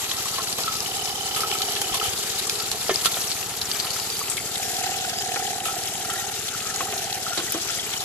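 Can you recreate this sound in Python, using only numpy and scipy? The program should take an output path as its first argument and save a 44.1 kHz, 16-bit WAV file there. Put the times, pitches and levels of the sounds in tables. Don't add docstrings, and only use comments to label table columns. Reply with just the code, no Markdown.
import sys
import numpy as np
from scipy import signal
from scipy.io import wavfile
from scipy.ndimage import uniform_filter1d

SR = 44100
rng = np.random.default_rng(int(sys.argv[2]) if len(sys.argv) > 2 else 0)


def file_out(sig):
    cols = np.atleast_2d(sig).T
    lim = np.clip(cols, -1, 1)
    pcm = np.round(lim * 32767).astype(np.int16)
    wavfile.write(sys.argv[1], SR, pcm)


def gain_from_db(level_db):
    decades = np.asarray(level_db, float) / 20
    return 10 ** decades


N = 354563
T = np.arange(N) / SR
CLICK = np.ones((2, 1)) * (np.arange(4000) == 0)

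# t/s, level/dB
WATER_FLOW = [(0.0, -29), (0.29, -29.5), (0.67, -30.5), (1.43, -30.5), (1.54, -29), (2.8, -30),
              (3.07, -28.5), (3.36, -32), (3.67, -32), (3.78, -30), (4.3, -32.5), (4.47, -31.5),
              (4.77, -28), (5.66, -31), (6.11, -30), (6.31, -30.5), (7.48, -30), (8.04, -29)]
# t/s, view (0 side, 1 front), left port late/samples, aim at the hose (0-1)
MIC_VIEW = [(0, .42, 4, 0.7), (1, 0.36, 5, 0.7), (2.3, 0.47, 3.5, 0.69), (3.2, 0.4, 2.5, 0.85),
            (3.9, 0.38, 0.5, 0.8), (4.27, 0.39, -3, 0.98), (4.4, 0.65, -2.5, 0.88), (5, .82, -6, 0.42),
            (5.7, 0.83, -3.5, 0.68), (7.3, 0.92, -3.5, 0.54), (8.04, 0.75, -5, 0.54)]
# f/Hz, level per Hz/dB
SIDE_COLOUR = [(18, -52), (32, -42), (102, 3), (288, -10), (394, 4.5), (567, -12.5), (754, 5.5), (1000, -1),
               (1300, 1.5), (1480, -9), (4780, 4), (7830, -12.5), (9390, -17.5), (11600, -10),
               (15000, -6.5)]
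FRONT_COLOUR = [(18, -50), (32, -37), (107, 2.5), (281, -5.5), (404, -1), (581, -12), (716, 5),
                (1030, -13.5), (1370, -1.5), (2310, -6), (3070, -2), (6880, -5.5), (9390, -14),
                (11900, -12), (15000, -19.5)]
# f/Hz, left over right/dB
SIDE_LEAN = [(60, -3), (92, -4), (140, -2), (210, 17), (330, -12), (500, 4), (770, -1), (1170, -16),
             (1790, 12.5), (2740, 3), (4190, -5.5), (6410, 11.5), (9810, -4.5), (15000, 12)]
FRONT_LEAN = [(60, -3), (92, -5), (140, -11), (210, 5), (330, 0), (500, 1), (770, -1.5), (1170, 5),
              (1790, -2), (2740, 2.5), (4190, 2.5), (6410, 12.5), (9810, -2), (15000, -18.5)]
# f/Hz, likeness (0-1)
LIKENESS = [(60, 0.68), (200, 0.74), (400, 1), (750, 0.84), (1300, 0.82), (2200, 1), (3300, 0.077),
            (5000, 0.18), (9000, 0.017)]

# t/s, peak level/dB, f/Hz, time to fall 60 dB/s
SCREEN_TICKS = [(0.1134, -14, 3580, 0.037), (0.526, -14.5, 4530, 0.038), (.635, -18, 4020, 0.021),
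                (.766, -20, 4710, 0.025), (0.804, -13, 5350, 0.011), (0.859, -20, 2880, 0.042),
                (1.055, -15, 5400, .035), (1.514, -13, 2860, 0.017), (1.618, -11, 4150, 0.035),
                (1.7612, -17, 3200, 0.083), (2.4683, -18, 8240, 0.054), (2.4956, -8, 4700, 0.019),
                (2.5535, -19, 4000, .028), (2.599, -19, 4750, .028), (2.624, -17, 11000, 0.013),
                (1.585, -19, 4300, 0.031), (3.195, -17, 11800, .035), (3.614, -12.5, 4200, 0.042),
                (3.714, -10, 4470, 0.028), (4.1, -16.5, 4830, 0.026), (5.095, -18, 5100, 0.031),
                (5.836, -18.5, 5500, .014), (5.8727, -18, 5460, .038), (6.7405, -20, 5800, .035),
                (6.76, -15, 6640, 0.025), (5.318, -23, 2620, 0.033), (4.378, -19.5, 2180, 0.039),
                (7.6737, -21, 6660, .035), (.5876, -22, 3500, 0.045), (0.68, -18, 3480, .04),
                (.7522, -18, 4710, .02), (1.3097, -19.5, 3020, .025), (1.7085, -22, 3060, .025),
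                (1.998, -17.5, 3020, 0.033), (2.176, -18, 4170, 0.027), (2.3, -17, 4200, 0.028),
                (2.395, -15, 4220, .025), (3.6541, -22, 6400, .02), (4.0306, -20, 4660, .025),
                (4.1664, -20, 4620, .025), (4.842, -23, 3000, .04), (5.2749, -20, 6840, .025),
                (6.3395, -22, 3760, .025), (6.978, -20, 4220, .025), (7.0419, -21, 5920, 0.021),
                (3.427, -22, 2500, .02), (0.417, -20, 4200, .02), (6.6, -23, 3300, 0.039)]
# t/s, peak level/dB, f/Hz, time to fall 60 dB/s, strength of the clean first contact
SHARP_CHIPS = [
    (2.9582, -16, 4960, .016, 3),
    (3.1205, -34, 4170, .016, 3),
    (4.557, -15, 3770, .016, 5),
    (5.0015, -18, 3600, 0.013, 4.6),
    (7.1273, -14, 3930, .016, 4.4),
    (3.144, -20, 3700, 0.02, 3.9),
    (3.3154, -17, 4560, .016, 3),
    (7.5216, -9, 11400, 0.016, 1.2),
]
# t/s, peak level/dB, f/Hz, time to fall 60 dB/s, spray level/dB
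WATER_TUMBLES = [(1.3463, -19, 4430, 0.083, -15), (1.3619, -23, 3130, 0.22, 9.5),
                 (1.405, -20, 4930, 0.15, 7), (1.816, -28, 3080, 0.048, 21), (1.929, -19, 3300, 0.059, -31),
                 (1.9436, -15.5, 3520, 0.11, 4), (2.038, -20, 3230, 0.41, 5),
                 (2.7159, -9.5, 4430, 0.036, -5), (3.0478, -13.5, 4470, 0.11, 1),
                 (3.0578, -9.5, 3530, 0.076, 4), (3.316, -16, 4260, 0.087, -6),
                 (3.7993, -11.5, 4350, 0.052, -30), (3.9041, -16.5, 4550, 0.064, -4),
                 (3.998, -18, 4800, 0.058, 0), (4.192, -16.5, 8000, 0.041, -8),
                 (4.2992, -12, 8100, 0.16, -24), (4.369, -22, 3470, 0.059, 8.5),
                 (6.1, -19.5, 3027, .1, -12), (5.36, -24, 2200, 0.09, -8), (5.654, -22, 3200, 0.31, 7),
                 (6.485, -18.5, 3400, .056, -10), (6.924, -20, 2435, 0.078, -13),
                 (7.376, -15, 4103, 0.15, -40), (7.401, -18, 3020, .04, -13),
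                 (7.9374, -16.5, 3200, .035, -27)]
# t/s, peak level/dB, f/Hz, time to fall 60 dB/s, tumbling after the blow (0-1)
STONE_RINGS = [(0.1063, -20, 1084, .04, 0.5), (.18, -18, 1300, .04, 0), (0.257, -15, 1110, 0.033, 0.22),
               (1.894, -32, 1300, 0.065, 0.35), (.384, -8, 1072, 0.082, 0), (.4, -14, 1310, 0.023, .3),
               (0.6434, -16, 1360, 0.046, 0.15), (0.678, -7, 1302, 0.08, 0.07),
               (1.366, -13.5, 1290, .07, 0.1), (1.434, -5, 1290, 0.052, 0.09), (1.523, -16, 1310, .05, 0.03),
               (1.5527, -12.5, 1290, 0.051, 0), (1.6062, -15, 1300, .05, 0.07),
               (1.896, -16, 1270, 0.054, 0.1), (1.939, -13.5, 1050, 0.062, 0.15),
               (2.013, -8, 1286, 0.047, 0.17), (2.8943, -4, 567, 0.019, 0), (2.894, -8, 1210, .025, .05),
               (2.897, -13, 1770, 0.048, 0.6), (2.896, -14, 2140, 0.04, 0.6), (2.9, -14, 3130, 0.024, 0.5),
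               (3.058, -7, 1330, 0.031, 0.4), (3.056, -11.5, 1090, 0.027, 0.45), (3.169, -16, 790, .04, 0),
               (3.846, -15.5, 1320, 0.039, 0.5), (3.9633, -14.5, 1320, 0.039, 0.07),
               (4.214, -10, 1130, 0.029, 0.06), (5.047, -12.5, 1460, 0.025, 0.2),
               (5.361, -14, 1380, 0.023, 0.43), (5.655, -13.5, 1313, 0.081, 0.1),
               (5.683, -12.5, 1310, 0.045, 0.17), (6.097, -11.5, 1310, 0.023, 0.35),
               (6.5288, -19, 1430, 0.03, 0.5), (6.654, -16, 1260, 0.034, .3), (6.699, -20, 1430, 0.028, 0.5),
               (6.74, -21, 1330, .03, .4), (6.806, -7.5, 1097, 0.043, 0.01),
               (7.265, -10.5, 1295, 0.027, 0.3), (7.318, -12, 1410, 0.039, .7), (7.6973, -13, 1380, 0.03, 0)]
# t/s, peak level/dB, main f/Hz, time to fall 60 dB/s, brightness level/dB
HOPPER_KNOCKS = [(0.386, -21, 376, 0.099, 21), (0.586, -19.5, 463, 0.14, 36), (1.938, -22, 393, 0.11, 20),
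                 (2.724, -25, 410, 0.18, 4), (2.8943, -9.5, 410, 0.09, 3), (3.0561, -18, 425, 0.076, 7),
                 (3.17, -17, 426, 0.057, 17), (5.36, -14, 400, 0.049, 27), (6.156, -27, 467, 0.084, 28),
                 (6.8062, -14.5, 380, 0.07, 7), (6.926, -20, 400, 0.071, 3), (7.374, -18.5, 344, 0.22, 2),
                 (7.5437, -19, 329, 0.15, 2)]
# f/Hz, level/dB
HOPPER_MODES = [(310, -28), (520, 0.5), (680, 5.5), (1070, -2.5), (1770, -4.5), (2090, -32), (2400, -6.5),
                (2900, -6), (3200, -3)]
# t/s, peak level/dB, f/Hz, width/Hz, time to fall 60 dB/s
HARD_CRACKS = [(2.958, -7.5, 5100, 600, .008), (3.1198, -14.5, 4200, 600, .008),
               (3.1415, -12.5, 3700, 500, .014), (3.3143, -16, 4600, 700, .014),
               (3.011, -18, 3300, 700, .008), (2.8943, -14, 1450, 900, .05), (2.8975, -22, 380, 150, .06),
               (6.806, -17, 1400, 800, .04), (6.808, -24, 2400, 400, .06), (7.3748, -15.5, 1500, 2000, .04),
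               (7.5433, -21, 1200, 900, .03), (2.7162, -16, 9000, 4000, .03),
               (1.4057, -18, 9000, 4000, .03), (1.8175, -19, 11000, 2500, .04),
               (2.04, -19, 9000, 4000, .04), (2.4957, -18, 2400, 600, .02), (7.5217, -12, 11600, 1200, .01),
               (3.22, -20, 5500, 2500, .02), (3.4, -21, 6500, 2500, .04)]
# t/s, peak level/dB, f/Hz
LIGHT_TAPS = [(1.398, -27, 1280), (1.764, -28, 1740), (1.79, -34, 1740), (1.82, -41, 1160),
              (1.912, -30, 1300), (2.054, -27, 1240), (2.335, -33, 1300), (2.39, -34, 1300),
              (2.47, -28, 1180), (2.49, -34, 1220), (2.547, -41, 1280), (2.6, -31, 1270), (2.62, -31, 1310),
              (2.68, -38, 1310), (2.861, -31, 2050), (3.17, -26, 1290), (4.4, -29, 2150), (4.556, -30, 2110),
              (4.838, -26, 1900), (4.865, -25, 1560), (5.289, -28, 1850), (5.315, -30, 1860),
              (5.342, -30, 1820), (5.4, -29, 1350), (5.425, -31, 1750), (5.45, -28, 1750),
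              (5.478, -31, 1750), (5.505, -36, 1800), (5.555, -32, 1330), (6.048, -27, 1390),
              (6.158, -25, 1810), (6.543, -26, 1330), (6.68, -32, 1310), (6.7, -28, 1710),
              (6.762, -26, 1280), (6.87, -29, 1240), (7.375, -28, 1430), (7.398, -27, 1460),
              (7.477, -29, 1940), (7.544, -29, 1220), (7.654, -29, 880), (7.785, -26, 2000),
              (7.795, -20, 3320), (7.963, -25, 3030), (7.675, -33, 2950), (7.547, -20, 350),
              (2.911, -18.5, 420), (2.946, -25.5, 414)]
# start t/s,
# length/s, level/dB, f/Hz
SINGING_NOISES = [(0.618, 0.18, -41, 1310), (1.34, 0.12, -42, 1280), (2.563, 0.1, -47, 1296),
                  (3.756, 0.33, -47, 4500), (4.034, 0.27, -42, 4660), (5.126, 0.11, -35.5, 4930),
                  (5.642, 0.15, -46, 1300), (6.028, 0.23, -41.5, 1380), (6.509, 0.36, -46.5, 1292),
                  (0.246, .2, -44.5, 1297), (1.501, .16, -48, 1307), (3.751, 0.23, -49, 1065),
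                  (6.04, .24, -44, 1877), (7.255, .16, -42, 1404)]

# start t/s, length/s, level/dB
PANEL_SPELLS = [(0.76, 0.8, -38), (1.407, 0.77, -36.5), (2.149, 0.7, -46.5), (3.499, 0.64, -51),
                (4.45, 0.57, -35), (4.768, 0.17, -33), (4.85, 1.03, -33.5), (5.198, 0.38, -38),
                (5.793, 0.61, -36), (6.64, 0.62, -36), (6.953, 0.28, -44), (7.245, 0.11, -34)]
# t/s, lead/turns
MOTOR_AHEAD = [(0, .42), (1.8, .39), (2.4, .5), (4.5, .5), (5.1, .46), (5.5, .37), (6, .55), (6.6, .52),
               (7, .31), (8.04, .4)]
# t/s, peak level/dB, f/Hz
HAND_BUMPS = [
    (1.93, -41, 45),
    (2.089, -40, 80),
    (2.72, -45, 60.7),
    (5.1, -70, 45),
]
# t/s, lead/turns
ENGINE_AHEAD = [(0, .33), (3.7, .323), (4.5, .36), (5.5, .4), (6.5, .405), (7.5, .36), (8.04, .35)]
# multiple of the firing rate, rms level/dB
ENGINE_TONES = [(2, -98), (3, -60), (4, -55.5), (5, -57), (6, -51), (7, -54), (8, -56.5), (9, -64.5),
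                (10, -53.5), (11, -57.5), (12, -61.5), (13, -57.5), (14, -58), (16, -63)]
# f/Hz, level/dB
OVERALL_COLOUR = [(40, -7), (60, -3), (8100, 0.5), (8500, -1.5), (10500, -0.5), (12400, -2.5), (12800, -10),
                  (14500, -15)]


def evened(x):
    return x / np.sqrt(np.mean(x ** 2) + 1e-20)


def smooth_noise(length, width):
    return evened(uniform_filter1d(rng.standard_normal(length), width))


def blurred(noise, pitch_bins, time_frames):
    noise = uniform_filter1d(noise, pitch_bins, 0)
    return evened(uniform_filter1d(noise, time_frames, 1))


def read(points, hz):
    f, value = np.transpose(points)
    return np.interp(np.log(hz + 1), np.log(f + 1), value)


def curves(rows, t):
    s, *columns = np.transpose(rows)
    return [np.interp(t, s, c) for c in columns]


def add(mix, s, sound):
    part = mix[:, max(round(s * SR), 0):][:, :sound.shape[1]]
    part += sound[:, :part.shape[1]]


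def resonate(x, hz, width):
    r = np.exp(-np.pi * width / SR)
    return 2 * signal.lfilter([1 - r], [1, -r * np.exp(2j * np.pi * hz / SR)], x).real


def leaning(x, db):
    return x * gain_from_db(np.array([[.5], [-.5]]) * db)


def peaked(x, db):
    return gain_from_db(db) * x / abs(x).max(1).mean()


def unlike(first, second, same):
    same = np.clip(same, 0, 1)
    return np.array([first, same * first + np.sqrt(1 - same ** 2) * second])


def drops():
    per_s, count, sizes = 3000, 4000, 12
    out = np.zeros((2, N))
    for hz in np.geomspace(500, 13000, sizes):
        t = np.arange(int(24 * SR / hz)) / SR
        pop = np.sin(2 * np.pi * hz * t * (1 + 0.009 * hz * t))
        pop = pop * np.exp(-hz * t / 3.1) * (1 - np.exp(-hz * t)) * np.sqrt(hz)
        when, chance, place = rng.random((count, 3)).T
        at = (when * count * sizes / per_s / np.sqrt(hz / 4000) * SR).astype(int)
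        size = gain_from_db(10.0 * np.minimum(-np.log(chance), 3.6 if hz > 2000 else 2.8))
        hits = np.zeros((2, N))
        hits[:, at[at < N]] = leaning(size, 14 * (place - .5))[:, at < N]
        out += signal.oaconvolve(hits, pop[None], axes=1)[:, :N]
    return evened(out)


def water():
    hz, t, grains = signal.stft(gain_from_db(-17) * drops(), SR, nperseg=512, noverlap=384)
    a, b, c, d, patches, eddies, spatter = rng.standard_normal((len(t), len(hz), 7)).T
    spatter = blurred(spatter, 24, 3)
    eddies = blurred(eddies, 4, 110)
    patches = blurred(patches, 8, 12)
    splash = smooth_noise(len(t), 4)
    slosh = smooth_noise(len(t), 18)

    hiss = unlike(a + 1j * b, c + 1j * d, 0.75 * read(LIKENESS, hz)[:, None])
    white = signal.stft(rng.standard_normal(SR), SR, nperseg=512)[2]
    z = hiss / np.sqrt(2) + grains / np.sqrt(np.mean(abs(white) ** 2))

    view, _, aim = curves(MIC_VIEW, t)
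    flow_db, = curves(WATER_FLOW, t)
    colour = np.outer(read(SIDE_COLOUR, hz), 1 - view) + np.outer(read(FRONT_COLOUR, hz), view)
    lean = np.outer(read(SIDE_LEAN, hz), 1 - view) + np.outer(read(FRONT_LEAN, hz), view)
    mouth_db = 2.5 * aim ** 2 - 2 * view + 0.5
    whistle = np.outer(np.exp(-((hz - 4650) / 120) ** 2), mouth_db)
    fizz = np.outer(np.clip((hz - 6000) / 2000, 0, 1), 13 * aim)
    treble = np.clip(np.log2(hz / 400 + 1e-9) / 3, 0, 1)[:, None]
    splashing = flow_db - flow_db.mean() + 1.45 * splash + .35 * slosh + 1.75 * spatter
    moving = treble * splashing + .9 * patches + .9 * eddies + fizz + whistle
    z = z * gain_from_db(colour + moving) * gain_from_db(np.array([lean / 2, -lean / 2]))
    sound = signal.istft(z, SR, nperseg=512, noverlap=384)[1][:, :N]
    return gain_from_db(flow_db.mean() + 4.0) * evened(sound)


def burst(t60, rise, same):
    t = np.arange(4000) / SR
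    z = unlike(*rng.standard_normal((2, 4000)), same)
    return z * gain_from_db(-60 * t / max(t60, .005)) * (1 - np.exp(-t / rise))


def stone(db, hz, t60, spray_db=-17, blow=0, snap=0):
    hit = burst(t60, 0.00046, 0.019) + blow * burst(0.0044, .0001, 0.078) + snap * CLICK
    spray = peaked(resonate(hit, 10300, 6900), db + spray_db)
    tick = peaked(resonate(hit, hz, 0.19 * hz), db + 0.5)
    return leaning(tick + spray, 3 + 3 * rng.standard_normal())


def ticks():
    out = np.zeros((2, N))
    for s, db, hz, t60 in SCREEN_TICKS:
        add(out, s, stone(db, hz, t60))
    for s, db, hz, t60, snap in SHARP_CHIPS:
        add(out, s, stone(db, hz, t60, snap=snap))
    for s, db, hz, t60, spray_db in WATER_TUMBLES:
        add(out, s, stone(db, hz, t60, spray_db, blow=2.5))
    return out


def rings():
    out = np.zeros((2, N))
    for s, db, hz, t60, tumbling in STONE_RINGS:
        t60 = max(t60, .012)
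        blow = 3.9 * CLICK + tumbling * burst(3 * t60, .003, 0.54)
        ring = resonate(resonate(blow, hz, 2.2 / t60), hz, 600)
        skirt = resonate(burst(t60, 0.001, 0.27), 1.15 * hz, 1600)
        add(out, s, peaked(ring, db - 11.5) + peaked(skirt, db - 19))
    return out


def knocks():
    out = np.zeros((2, N))
    for s, db, hz, t60, bright_db in HOPPER_KNOCKS:
        hit = 2.47 * CLICK + 0.5 * burst(0.015, 0.00036, 0.84) + 0.39 * burst(t60, 0.0035, 0.86)
        crack = evened(resonate(resonate(hit, 1300, 1800), 1300, 2500))
        modes = sum(gain_from_db(m_db) * evened(resonate(hit, m_hz, 60)) for m_hz, m_db in HOPPER_MODES)
        upper = 0.34 * crack + evened(modes)
        low = evened(resonate(resonate(hit, hz, 68), hz, 180))
        add(out, s, peaked(low + gain_from_db(bright_db) * evened(upper), db + 0.5))
    return out


def cracks():
    out = np.zeros((2, N))
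    for s, db, hz, width, t60 in HARD_CRACKS:
        hit = CLICK + burst(t60, .0003, .8)
        hit = resonate(resonate(hit, hz, width), hz, 2 * width)
        add(out, s, leaning(peaked(hit, db - 4.5), 7 * min(hz / 4000, 1)))
    return out


def taps():
    out = np.zeros((2, N))
    for s, db, hz in LIGHT_TAPS:
        blow = CLICK + 0.21 * burst(0.027, .001, 0.81)
        add(out, s, peaked(resonate(resonate(blow, hz, 110), hz, 390), db - 0.5))
    return out


def singing():
    out = np.zeros((2, N))
    for s, length, db, hz in SINGING_NOISES:
        count, width = int(length * SR), 0.032 * hz
        scrape = burst(9., .001, 0.87) * gain_from_db(3.6 * smooth_noise(4000, 300))
        scrape = np.tile(scrape, 4)[:, :count] * np.sqrt(np.hanning(count))
        add(out, s, gain_from_db(db) * evened(resonate(resonate(scrape, hz, width), hz, 2 * width)))
    return out


def grit(count=50):
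    out = np.zeros((2, N))
    for when, size, pitch in rng.random((count, 3)):
        db = -27 - 1.5 * np.log(size + 0.031)
        hz = 2300 * 2 ** (1.5 * pitch)
        add(out, when * N / SR, stone(db, hz, .018))
    return out


def spell(start, length):
    rise = min(0.19, length / 2)
    fall = min(0.11, rise)
    return np.clip(np.minimum((T - start) / rise, (start + length - T) / fall), 0, 1)


def rattle():
    motor_hz = 37.7
    turns = motor_hz * T + curves(MOTOR_AHEAD, T)[0]
    index = np.round(turns).astype(int)
    late, force, seat = rng.standard_normal((index.max() + 1, 3))[index].T
    off = turns - index + 0.03 - 0.036 * late
    view = curves(MIC_VIEW, T)[0]

    def mode(hz, spread, length, rumble, width, uneven_db=1.4):
        ring = np.cos(2 * np.pi * np.cumsum(hz * (1 + spread * seat)) / SR)
        lasting = length * np.where(off > 0, 1.5, 1)
        slap = np.exp(-(off / lasting) ** 2) * gain_from_db(uneven_db * force)
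        middle = np.mean(hz)
        noise = resonate(resonate(rng.standard_normal(N), middle, width), middle, width)
        return evened(slap * ring + rumble * evened(noise))

    touch = sum(gain_from_db(db) * spell(s, length) for s, length, db in PANEL_SPELLS)
    main_hz = 787 + (746.7 - 787) * view
    main = (gain_from_db(-51.5) + touch) * gain_from_db(-3.0) * mode(main_hz, 0.0279, 0.15, 0.11, 143)
    main = main + touch * view ** 2 * gain_from_db(-14.5) * mode(1850, 0.04, 0.056, 0.091, 220)
    low_level = gain_from_db(-45.5) + touch * gain_from_db(-20) + gain_from_db(-48) * spell(1.27, 2.69 - 1.27)
    low = low_level * mode(408, 0.0486, 0.13, 1.0, 138)
    buzz_level = gain_from_db(-69.5 - 30 * (view - 0.5054)) + gain_from_db(-46) * spell(0.88 - .1, 2.28 - 0.88)
    buzz = buzz_level * mode(3020, .013, 0.096, 0.073, 200, uneven_db=3.0)
    return leaning(main, -8.0) + leaning(low, -2.1) + leaning(buzz, -21.5)


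def handling():
    out = np.zeros((2, N))
    for s, db, hz in HAND_BUMPS:
        t = np.arange(int(2.5 * SR / hz)) / SR
        push = gain_from_db(db) * np.sin(2 * np.pi * hz * t) * np.hanning(len(t))
        add(out, s - t[-1] / 2, leaning(push, -24))
    return out


def engine():
    firing_hz = 18.08
    turns = firing_hz * T + curves(ENGINE_AHEAD, T)[0]
    thud = sum(-np.sqrt(2) * gain_from_db(db) * np.cos(2 * np.pi * round(k) * turns) for k, db in ENGINE_TONES)
    return leaning(thud * gain_from_db(0.32 * smooth_noise(N, 3000)), -1.5)


def scene():
    gravel = ticks() + rings() + knocks() + cracks() + taps() + singing() + grit()
    return water() + gravel + rattle() + handling() + engine()


def top_cut(x):
    return signal.sosfilt(signal.butter(12, 15830, fs=SR, output="sos"), x)


def record(dry):
    hz, t, z = signal.stft(dry, SR, nperseg=1024)
    late = curves(MIC_VIEW, t)[1]
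    turn = np.exp(1j * np.pi * np.outer(hz, late) / SR)
    colour = gain_from_db(read(OVERALL_COLOUR, hz)) * (hz < 14760)
    z = z * np.array([1 / turn, turn]) * colour[:, None]
    ports = signal.istft(z, SR, nperseg=1024)[1][:, :N]
    return top_cut(ports)


dry = scene()
out = record(dry)
file_out(out)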